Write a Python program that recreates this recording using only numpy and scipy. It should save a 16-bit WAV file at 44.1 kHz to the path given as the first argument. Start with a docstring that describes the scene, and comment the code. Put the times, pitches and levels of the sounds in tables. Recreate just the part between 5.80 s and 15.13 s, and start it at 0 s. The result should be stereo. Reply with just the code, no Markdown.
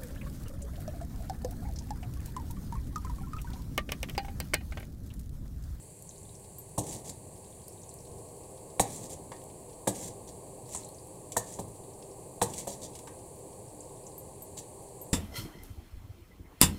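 """Stirring curry in a clay pot

A wooden spoon stirs thick curry on a gas stove, in a tiled kitchen. Its knocks excite damped
resonances of stand, pot and spoon; its drags are noise from dense grain contacts, ringing in the clay.
The sauce pops as short swelling tones with a noisy film, and hot oil spits as decaying treble noise.
Bangles clink as sums of damped modes. Under all this the burner's filtered noise rumbles, roars and
hisses; the recorder's noise suppressor lets the roar in slowly, then fully, as the rumble swells briefly.
"""
import sys
import numpy as np
from scipy import signal
from scipy.fft import rfft, irfft, next_fast_len
from scipy.io import wavfile
from scipy.ndimage import map_coordinates

SR = 44100
rng = np.random.default_rng(int(sys.argv[2]) if len(sys.argv) > 2 else 0)


def file_out(sig):
    """Save sig as 16-bit WAV at sys.argv[1]."""
    # one column per channel
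    cols = np.atleast_2d(sig).T
    # limit, then scale
    lim = np.clip(cols, -1, 1)
    pcm = np.round(lim * 32767).astype(np.int16)
    wavfile.write(sys.argv[1], SR, pcm)


N = 411453
T = np.arange(SR // 3) / SR  # time since a contact, s

# spoon blows on the wall: t/s, then level/dB of thud, belly, rim, wall note, spoon clack and grit,
# judder/1 (0 clean, 2 glancing), level/dB of the slide that follows
KNOCKS = [(0.9776, -31.5, -37, -34, -64, -65, -34, 3.4, -44.5),
          (2.9961, -33, -27.5, -24.5, -39.5, -34.5, -25.5, 0.44, -46.5),
          (4.072, -33, -30, -31, -43.5, -46, -30.5, 2.1, -43),
          (5.5656, -40.5, -36.5, -30, -38.5, -62, -28.5, 1.4, -51.5),
          (5.788, -38.5, -41, -41, -63, -65, -45, 2.1, -68),
          (6.615, -34, -30.5, -27, -40, -39.5, -29, 2.4, -48),
          (6.871, -48, -39, -41, -59, -59, -41.5, 1.8, -68)]
# spectrum of a fine spray or metallic tick: f/Hz, relative density/dB per Hz
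SPRAY = [(3000, -40), (6500, 8), (8500, 18), (13000, 11), (16000, 2)]
# spectrum of the pot's grumble on its stand: f/Hz, relative density/dB per Hz
RUB = [(50, -11), (105, 5.5), (200, 2.5), (500, -3), (850, -6.5), (1300, -25), (3000, -90)]


def amp(db):
    """Level to amplitude ratio: 20 dB is a factor of ten."""
    return 10 ** (np.asarray(db) / 20)


def unit(x):
    """Normalisation to an rms of 1."""
    return x / np.sqrt(np.mean(x ** 2) + 1e-20)


def struck(x):
    """Normalisation of a transient to an rms of 1 over its first fiftieth of a second."""
    return x / np.sqrt(np.mean(x[:SR // 50] ** 2) + 1e-20)


def along(points, hz):
    """Interpolation of (f/Hz, value) points on a logarithmic frequency axis."""
    f, v = np.transpose(points)
    return np.interp(np.log(hz + 1), np.log(f + 1), v)


def filtered(x, response):
    """Linear filtering: the spectrum of x is multiplied by a response of frequency."""
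    n = x.shape[-1]
    m = next_fast_len(n + 8192)  # padding keeps the filter's ringing from wrapping round
    return irfft(rfft(x, m) * response(np.fft.rfftfreq(m, 1 / SR)), m)[..., :n]


def coloured(x, spectrum):
    """Spectral shaping: x weighted by a spectrum, at rms 1."""
    return unit(filtered(x, lambda hz: amp(along(spectrum, hz))))


def wobble(rate):
    """Slow modulation: a smooth curve through random knots, rate of them a second."""
    knots = rng.standard_normal(int(N * rate / SR) + 4)
    return map_coordinates(knots, [np.arange(N) * rate / SR])


def fade(t60):
    """Exponential decay by 60 dB in t60 seconds."""
    return np.exp(-np.log(1000) * T / t60)


def grains(size, spread_db):
    """Granular friction: dense micro-contacts whose strength changes about every millisecond."""
    strength = np.repeat(rng.standard_normal(size // 40 + 1), 40)[:size]
    return rng.standard_normal(size) * amp(spread_db * strength)


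def add(track, s, sound):
    """Superposition: mix a sound into the track at time s, in place."""
    part = track[..., round(s * SR):][..., :sound.shape[-1]]
    part += sound[..., :part.shape[-1]]


def resonant(x, peaks):
    """Modal response: band-pass resonances of alternating sign; little leaks out above the last."""
    def response(f):
        body = 0
        for k, (hz, width, db) in enumerate(peaks):
            damping = 1j * f * width
            body = body + (-1) ** k * amp(db) * damping / (hz * hz - f * f + damping)
        f = f / (1.22 * peaks[-1][0])
        return body / (1 - f * f + 1.3j * f) ** 3
    return filtered(x, response)


def through(x, wall):
    """Convolution: x excites an impulse response and rings on in it."""
    return signal.fftconvolve(x, wall)[:len(x)]


def clay_wall(share, t60):
    """High modal density: close treble modes act as decaying noise, the same for every touch."""
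    spectrum = [(1500, -29), (4000, -4.5), (16000, 5)]  # f/Hz, relative density/dB per Hz
    modes = coloured(rng.standard_normal(len(T)), spectrum)
    modes *= (1 - np.exp(-T / 0.00078)) * fade(t60)
    modes *= share / np.linalg.norm(modes)
    modes[0] += 1  # the direct sound
    return modes / np.linalg.norm(modes)


def kitchen(x, wet_db, width=0.12):
    """Reverberation: direct sound plus decaying noise from tiled walls, partly different in each ear."""
    # reverberation time of the room: f/Hz, t60/s
    decay_times = [(100, 0.39), (500, 0.3), (2000, 0.34), (8000, 0.19), (16000, 0.038)]
    hz, t, z = signal.stft(rng.standard_normal((2, SR // 2)), SR, nperseg=256)
    decay = np.exp(-np.log(1000) * t / along(decay_times, hz)[:, None])
    mid, side = signal.istft(z * decay, SR, nperseg=256)[1]
    tail = np.array([mid + width * side, mid - width * side])
    tail /= np.linalg.norm(tail[0])
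    return x + amp(wet_db) * signal.fftconvolve(x[None], tail, axes=1)[:, :len(x)]


def scattered(x, side_db):
    """Scattering: the highest treble reaches the recorder's two microphones in opposite phase off its body."""
    body_ir = rng.standard_normal(SR // 500)
    scattered_part = through(x, body_ir / np.linalg.norm(body_ir))
    side = filtered(scattered_part, lambda hz: 1 - 1 / (1 + (hz / 9800) ** 10))
    return amp(side_db) * np.array([side, -side])


def stream(spectrum):
    """Partial coherence: stationary stereo noise whose ears are alike to a degree set by frequency."""
    # coherence of the two ears: f/Hz, left-right correlation/1
    alike = [(60, 1), (130, 0.86), (290, 0.81), (640, 0.84), (1410, 0.99), (3100, 1), (6820, 1),
             (15000, 0.37)]

    def mid_and_side(hz):
        turn = np.arccos(np.clip(along(alike, hz), -1, 1)) / 2
        return np.array([np.cos(turn), np.sin(turn)])
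    mid, side = filtered(rng.standard_normal((2, N)), mid_and_side)
    return coloured(np.array([mid + side, mid - side]), spectrum)


def burner():
    """Turbulence noise: the flame rumbles and roars in hollows under the pot; the gas jet hisses evenly."""
    # spectrum of the flame: f/Hz, relative density/dB per Hz
    flame_spectrum = [(20, -11.5), (60, -4), (110, 1.5), (170, -2), (245, -10), (320, -6.5), (500, -5.5),
                      (700, -8), (880, -11), (1100, -14.5), (1250, -27.5), (1420, -44), (2000, -42)]
    # spectrum of the gas jet: f/Hz, relative density/dB per Hz
    jet_spectrum = [(880, -74), (1400, -11), (1690, -14.5), (1940, -14), (2540, -11.5), (2720, -13.5),
                    (3590, -18.5), (4550, -7), (5170, -22), (6500, -8), (7600, 2.5), (8200, 3), (8900, 0.5),
                    (9750, 4.5), (10700, -12), (13300, -10), (16000, -19)]
    # hollows around the burner that colour the flame: f/Hz, width/Hz, level/dB
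    hollows = [(299, 22, 6), (350, 18, 3), (396, 24, 9.5), (479, 20, 6), (522, 24, 6), (575, 25, -4),
               (618, 30, 5), (810, 40, 3), (880, 40, 3)]
    # the recorder's noise suppressor lets the roar in slowly, then fully
    start_db, low_db, full_db = -57.5, -52.5, -50
    release_s, release_rise_s = 2.28, 0.044  # when it lets the roar in fully, and how fast
    puff_peak_db, puff_s = 5.5, 0.12  # the rumble swells at that moment, then falls back
    rumble_db, hiss_db = -53.5, -54.5

    def hollow_gain(f):
        return amp(sum(db / (1 + (2 * (f - hz) / width) ** 2) for hz, width, db in hollows))
    t = np.arange(N) / SR
    roar_db = np.interp(t, [0, release_s, release_s + release_rise_s], [start_db, low_db, full_db])
    puff_db = np.interp(t - release_s, [0, release_rise_s, release_rise_s + puff_s], [0, puff_peak_db, 0])
    flame = filtered(stream(flame_spectrum), hollow_gain)
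    low = filtered(flame, lambda hz: 1 / (1 + (hz / 245) ** 8))
    roar = amp(roar_db + 0.46 * wobble(8.9)) * unit(flame - low)
    rumble = amp(rumble_db + puff_db + 0.6 * wobble(7.3)) * unit(low)
    return rumble + roar + amp(hiss_db) * stream(jet_spectrum)


def shudder():
    """Energy decay: every thud sets the full pot shuddering on its stand; it dies away in uneven lumps."""
    level_db, fall_db_per_s = -11, 26  # start level against the thud, and decay rate
    lump_db, lump_hz = 2, 13  # depth and rate of the lumps
    fall_db = fall_db_per_s * np.arange(2 * SR) / SR
    power = np.zeros(N)
    for s, thud_db, *_ in KNOCKS:
        add(power, s, amp(thud_db + level_db - fall_db) ** 2)
    return np.sqrt(power) * amp(lump_db * wobble(lump_hz)) * stream(RUB)


def ring(modes, vary_db):
    """Modal superposition: damped sines, at new strengths for every blow."""
    out = np.zeros(len(T))
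    for hz, db, t60 in modes:
        strength = amp(db + vary_db * rng.standard_normal())
        out += strength * fade(t60) * np.sin(2 * np.pi * hz * T)
    return out


def bangles():
    """Free vibration of thin metal hoops: a noisy tick and a short high ring."""
    # touches of the bangles on the stirring wrist: t/s, level/dB
    clinks = [(0.785, -51), (8.3797, -53), (8.6213, -51.5), (9.215, -52)]
    # modes of a bangle: f/Hz, level/dB, t60/s
    hoop_modes = [(7930, -28, 0.09), (8040, 6.5, 0.11), (11000, -3, 0.078), (11410, -2, 0.086),
                  (12100, -13, .06), (12900, -16, .07), (12940, 10.5, 0.11), (13900, -17, .05),
                  (15300, -4, .05)]
    out = np.zeros(N)
    for s, db in clinks:
        tick = coloured(rng.standard_normal(len(T)), SPRAY) * fade(0.038)
        add(out, s, amp(db) * (ring(hoop_modes, vary_db=1) + .45 * tick))
    return out


def bubble(hz, cycles):
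    """Bubble resonance: a tone peaks after the given cycles and dies, as the film crackles away."""
    u = T * hz / cycles
    tone = (u * np.exp(1 - u)) ** 2 * np.sin(2 * np.pi * hz * T)
    # film noise lies around the tone, in a narrower band for more cycles
    film = filtered(rng.standard_normal(len(T)),
                    lambda f: np.exp(-np.log((f + 1) / hz) ** 2 * 4 * cycles))
    return tone + 0.37 * unit(film) * fade(0.053)


def sauce():
    """Bursting bubbles and oil: pops and spits stand out of a faint random crackle."""
    # loudest wet smacks: t/s, tone peak level/dB, f/Hz
    pops = [(0.292, -37, 6900), (2.033, -43.5, 6900), (2.092, -37, 7800), (4.9488, -26.5, 7700),
            (4.962, -29, 8060), (4.9733, -28.5, 7600), (5.047, -35.5, 7660), (5.739, -36.5, 7000),
            (8.006, -36, 7760), (8.267, -37.5, 7100)]
    # tiny bursts of hot oil: t/s, level/dB (before the decay)
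    spits = [(0.2237, -42), (1.882, -38), (2.1405, -43), (3.6386, -43.5), (5.0886, -43), (5.2719, -46.5)]
    out = np.zeros(N)
    for s, db, hz in pops:
        add(out, s, amp(db) * bubble(hz, cycles=5.0))
    for s, db in spits:
        decay = fade(0.013) + 0.098 * fade(0.032)
        add(out, s, amp(db) * coloured(rng.standard_normal(len(T)), SPRAY) * decay)
    for when, size, pitch in rng.random((70, 3)):
        crackle = bubble(3400 * 3 ** pitch, cycles=0.41)
        add(out, when * N / SR, amp(-53.0 + 5.6 * size) * crackle)
    return out


def stirs():
    """Random bubble bursts: each pass of the spoon through the sauce bursts a scatter of small ones."""
    # passes through the sauce: start t/s, length/s, level/dB of a bubble at the highest pitch
    passes = [(0.248, 0.31, -43.5), (1.647, 0.62, -47.5), (4.837, 0.36, -43), (6.036, 0.28, -48.5),
              (7.85, 0.47, -50)]
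    bubbles_per_s, spread_db = 26, 0.5
    low_hz, high_hz, db_per_octave = 3310, 8400, 8.5  # small, high bubbles snap louder
    out = np.zeros(N)
    for s, length, db in passes:
        count = round(length * bubbles_per_s)
        for k in range(count):
            hz = low_hz * (high_hz / low_hz) ** rng.random()
            level_db = db + db_per_octave * np.log2(hz / high_hz) + spread_db * rng.standard_normal()
            when = s + length * (k + rng.random()) / count
            add(out, when, amp(level_db) * bubble(hz, cycles=4.1))
    return out


def taps():
    """Light impact: a dry grainy tick and a little of the pot's hollow, both as decaying noise."""
    # light touches of the spoon: t/s, tick level/dB, hollow level/dB (both before the decay)
    touches = [(3.5178, -48, -36.5), (4.9475, -46.5, -38.5), (5.52, -35.5, -62), (6.737, -36.5, -61),
               (6.8075, -41.5, -57), (7.1522, -38, -53), (7.189, -43.5, -54), (7.2728, -43.5, -37.5)]
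    # spectrum of the tick: f/Hz, relative density/dB per Hz
    tick_spectrum = [(1400, -60), (2200, -1), (4000, 2), (5300, -2), (7500, 8.5), (10000, 2), (16000, -17)]
    # spectrum of the pot's hollow: f/Hz, relative density/dB per Hz
    hollow_spectrum = [(100, -50), (300, -12), (700, 10.5), (1000, 7.5), (1400, -6), (1800, -1.5),
                       (2500, -9.5), (4200, -13.5), (6000, -20), (9000, -81)]
    out = np.zeros(N)
    for s, db, hollow_db in touches:
        tick = amp(db) * coloured(grains(len(T), spread_db=2.0), tick_spectrum) * fade(0.049)
        hollow = amp(hollow_db) * coloured(rng.standard_normal(len(T)), hollow_spectrum) * fade(0.06)
        add(out, s, tick + hollow * (1 - np.exp(-T / 0.00047)))
    return out


def drags(wall):
    """Stick-slip: wood catches on the clay's grains; coarser patches rasp lower, and the pot grumbles."""
    # separate strokes over the clay, and one soft swish through the sauce at 4.86 s:
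    # start t/s, length/s, level/dB, coarse bite/dB
    strokes = [(1.244, 0.07, -44, -2.5), (3.22, 0.052, -46.5, -4), (3.293, 0.053, -44, -3.5),
               (4.474, 0.028, -48, 3), (4.86, 0.2, -51.5, -6), (4.926, 0.039, -44.5, -5),
               (6.768, 0.047, -41, -3), (6.872, 0.088, -44, -0.5), (7.013, 0.055, -42.5, 3),
               (8.768, 0.039, -43, 1)]
    # spectrum of wood rasping on clay: f/Hz, relative density/dB per Hz
    rasp_spectrum = [(1300, -31), (1800, -15), (2700, -15.5), (4200, -4.5), (5300, -9.5), (7300, 1.5),
                     (9000, -3.5), (11000, -13), (16000, -21)]
    slide_delay_s, slide_s, slide_bite_db = 0.05, 0.18, -4  # after a knock the spoon slides on
    rub_db = -7.5  # the pot's grumble against the rasp that drives it
    rasp, rub = np.zeros((2, N))
    slides = [(s + slide_delay_s, slide_s, slide_db, slide_bite_db) for s, *_, slide_db in KNOCKS]
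    for s, length, db, coarse_db in slides + strokes:
        pressure = np.sin(np.pi * np.clip(T / length, 0, 1)).clip(0) ** .5

        def bite(hz):  # lifts or lowers the band around 4300 Hz
            return amp(coarse_db * np.exp(-np.log2((hz + 1) / 4300) ** 2 * 3))
        contacts = filtered(grains(len(T), spread_db=4.5), bite)
        add(rasp, s, amp(db) * pressure * coloured(contacts, rasp_spectrum))
        grumble = coloured(rng.standard_normal(len(T)), RUB)
        add(rub, s, amp(db + rub_db) * pressure * grumble)
    slips = amp(2.2 * wobble(130))
    return through(rasp * slips, wall) + rub


def blow(judder, t60):
    """Impact excitation: one impulse, then a quick judder of wood on rough clay as decaying noise."""
    force = rng.standard_normal(len(T)) * (1 - np.exp(-T / 0.00034)) * fade(t60)
    force *= judder / np.linalg.norm(force)
    force[0] += 1
    return force


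def knocks(wall):
    """Struck resonators: a blow thuds the stand, rings the food-damped pot, clacks and crunches grit."""
    # resonances of stand, pot belly, pot rim, thick wall and spoon: f/Hz, width/Hz, level/dB
    stand = [(50, 45, -9.5), (111.2, 10.7, 5), (195.5, 18, 4.5), (298, 10.4, 5)]
    belly_modes = [(391, 41, -6), (477, 23, 2), (576, 90, -0.5)]
    rim_modes = [(671, 80, -1.5), (802, 53, -1.5), (890, 77, -3), (1063, 370, -11)]
    wall_note = [(1750, 115, 0)]
    spoon = [(2050, 910, -6), (2680, 220, -6), (3100, 500, -13.5), (3870, 270, -3.5), (4640, 640, -22)]
    # spectrum of crunching grit: f/Hz, relative density/dB per Hz
    grit = [(2000, -21.5), (4000, -8), (5200, -12), (7000, 0), (8600, 2.5), (10500, -7.5), (13000, -11),
            (16000, -21)]
    # a square blow shoves the stove: level against the rim, loss per unit of judder, pitch
    shove_db, shove_loss_db, shove_hz = -10, 11, 55
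    out = np.zeros((2, N))
    for s, thud_db, belly_db, rim_db, note_db, clack_db, grit_db, judder, _ in KNOCKS:
        thud = amp(thud_db) * struck(resonant(blow(judder * 0.14, t60=0.026), stand))
        push = struck(np.sin(2 * np.pi * shove_hz * T) * fade(0.066))
        shove = amp(rim_db + shove_db - shove_loss_db * judder) * push
        belly = amp(belly_db) * struck(resonant(blow(judder * .4, t60=.08), belly_modes))
        rim = amp(rim_db) * struck(resonant(blow(judder * .5, t60=0.034), rim_modes))
        force = blow(judder, t60=0.034)
        note = amp(note_db) * struck(resonant(force, wall_note))
        clack = amp(clack_db) * struck(resonant(force, spoon))
        # a glancing blow bites into the grit more slowly
        bite = (1 - np.exp(-T / (0.00067 * abs(judder) + .0001))) ** 2 * fade(0.1)
        gritty = coloured(grains(len(T), spread_db=3.5), grit) * bite
        crunch = amp(grit_db) * struck(through(gritty, wall))
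        body = kitchen(thud + belly + rim, wet_db=-8, width=.8)
        bright = kitchen(note + clack + crunch, wet_db=-12, width=0.3)
        add(out, s, shove + body + bright + scattered(crunch, side_db=1.5))
    return out


def scene():
    """Superposition of spoon, sauce and bangles in the kitchen, over the burner."""
    wall = clay_wall(share=.7, t60=.04)
    stove = burner() + shudder() + knocks(wall)
    small = bangles() + sauce() + stirs()
    rubbing = through(taps(), wall) + drags(wall)
    near = kitchen(rubbing, wet_db=-8, width=0.1) + kitchen(small, wet_db=-9)
    return stove + near + scattered(rubbing + small, side_db=3.5)


def record(dry):
    """Receiver response: more bass on the right, a dip in the microphone's mids, and a band limit."""
    # balance of the two ears: f/Hz, left minus right level/dB
    lean = [(60, -4), (150, -4), (380, -0.5), (950, 1.5), (2380, 0.5), (5980, 0), (15000, -1)]
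    notch_hz, notch_width_hz, notch_db = 1403, 136, -9.5
    top_hz = 16000  # nothing passes from here up

    def response(hz):
        dip_db = notch_db / (1 + (2 * (hz - notch_hz) / notch_width_hz) ** 2)
        return amp(dip_db + np.outer([.5, -.5], along(lean, hz))) * (hz < top_hz)
    return filtered(dry, response)


dry = scene()
out = record(dry)
file_out(out)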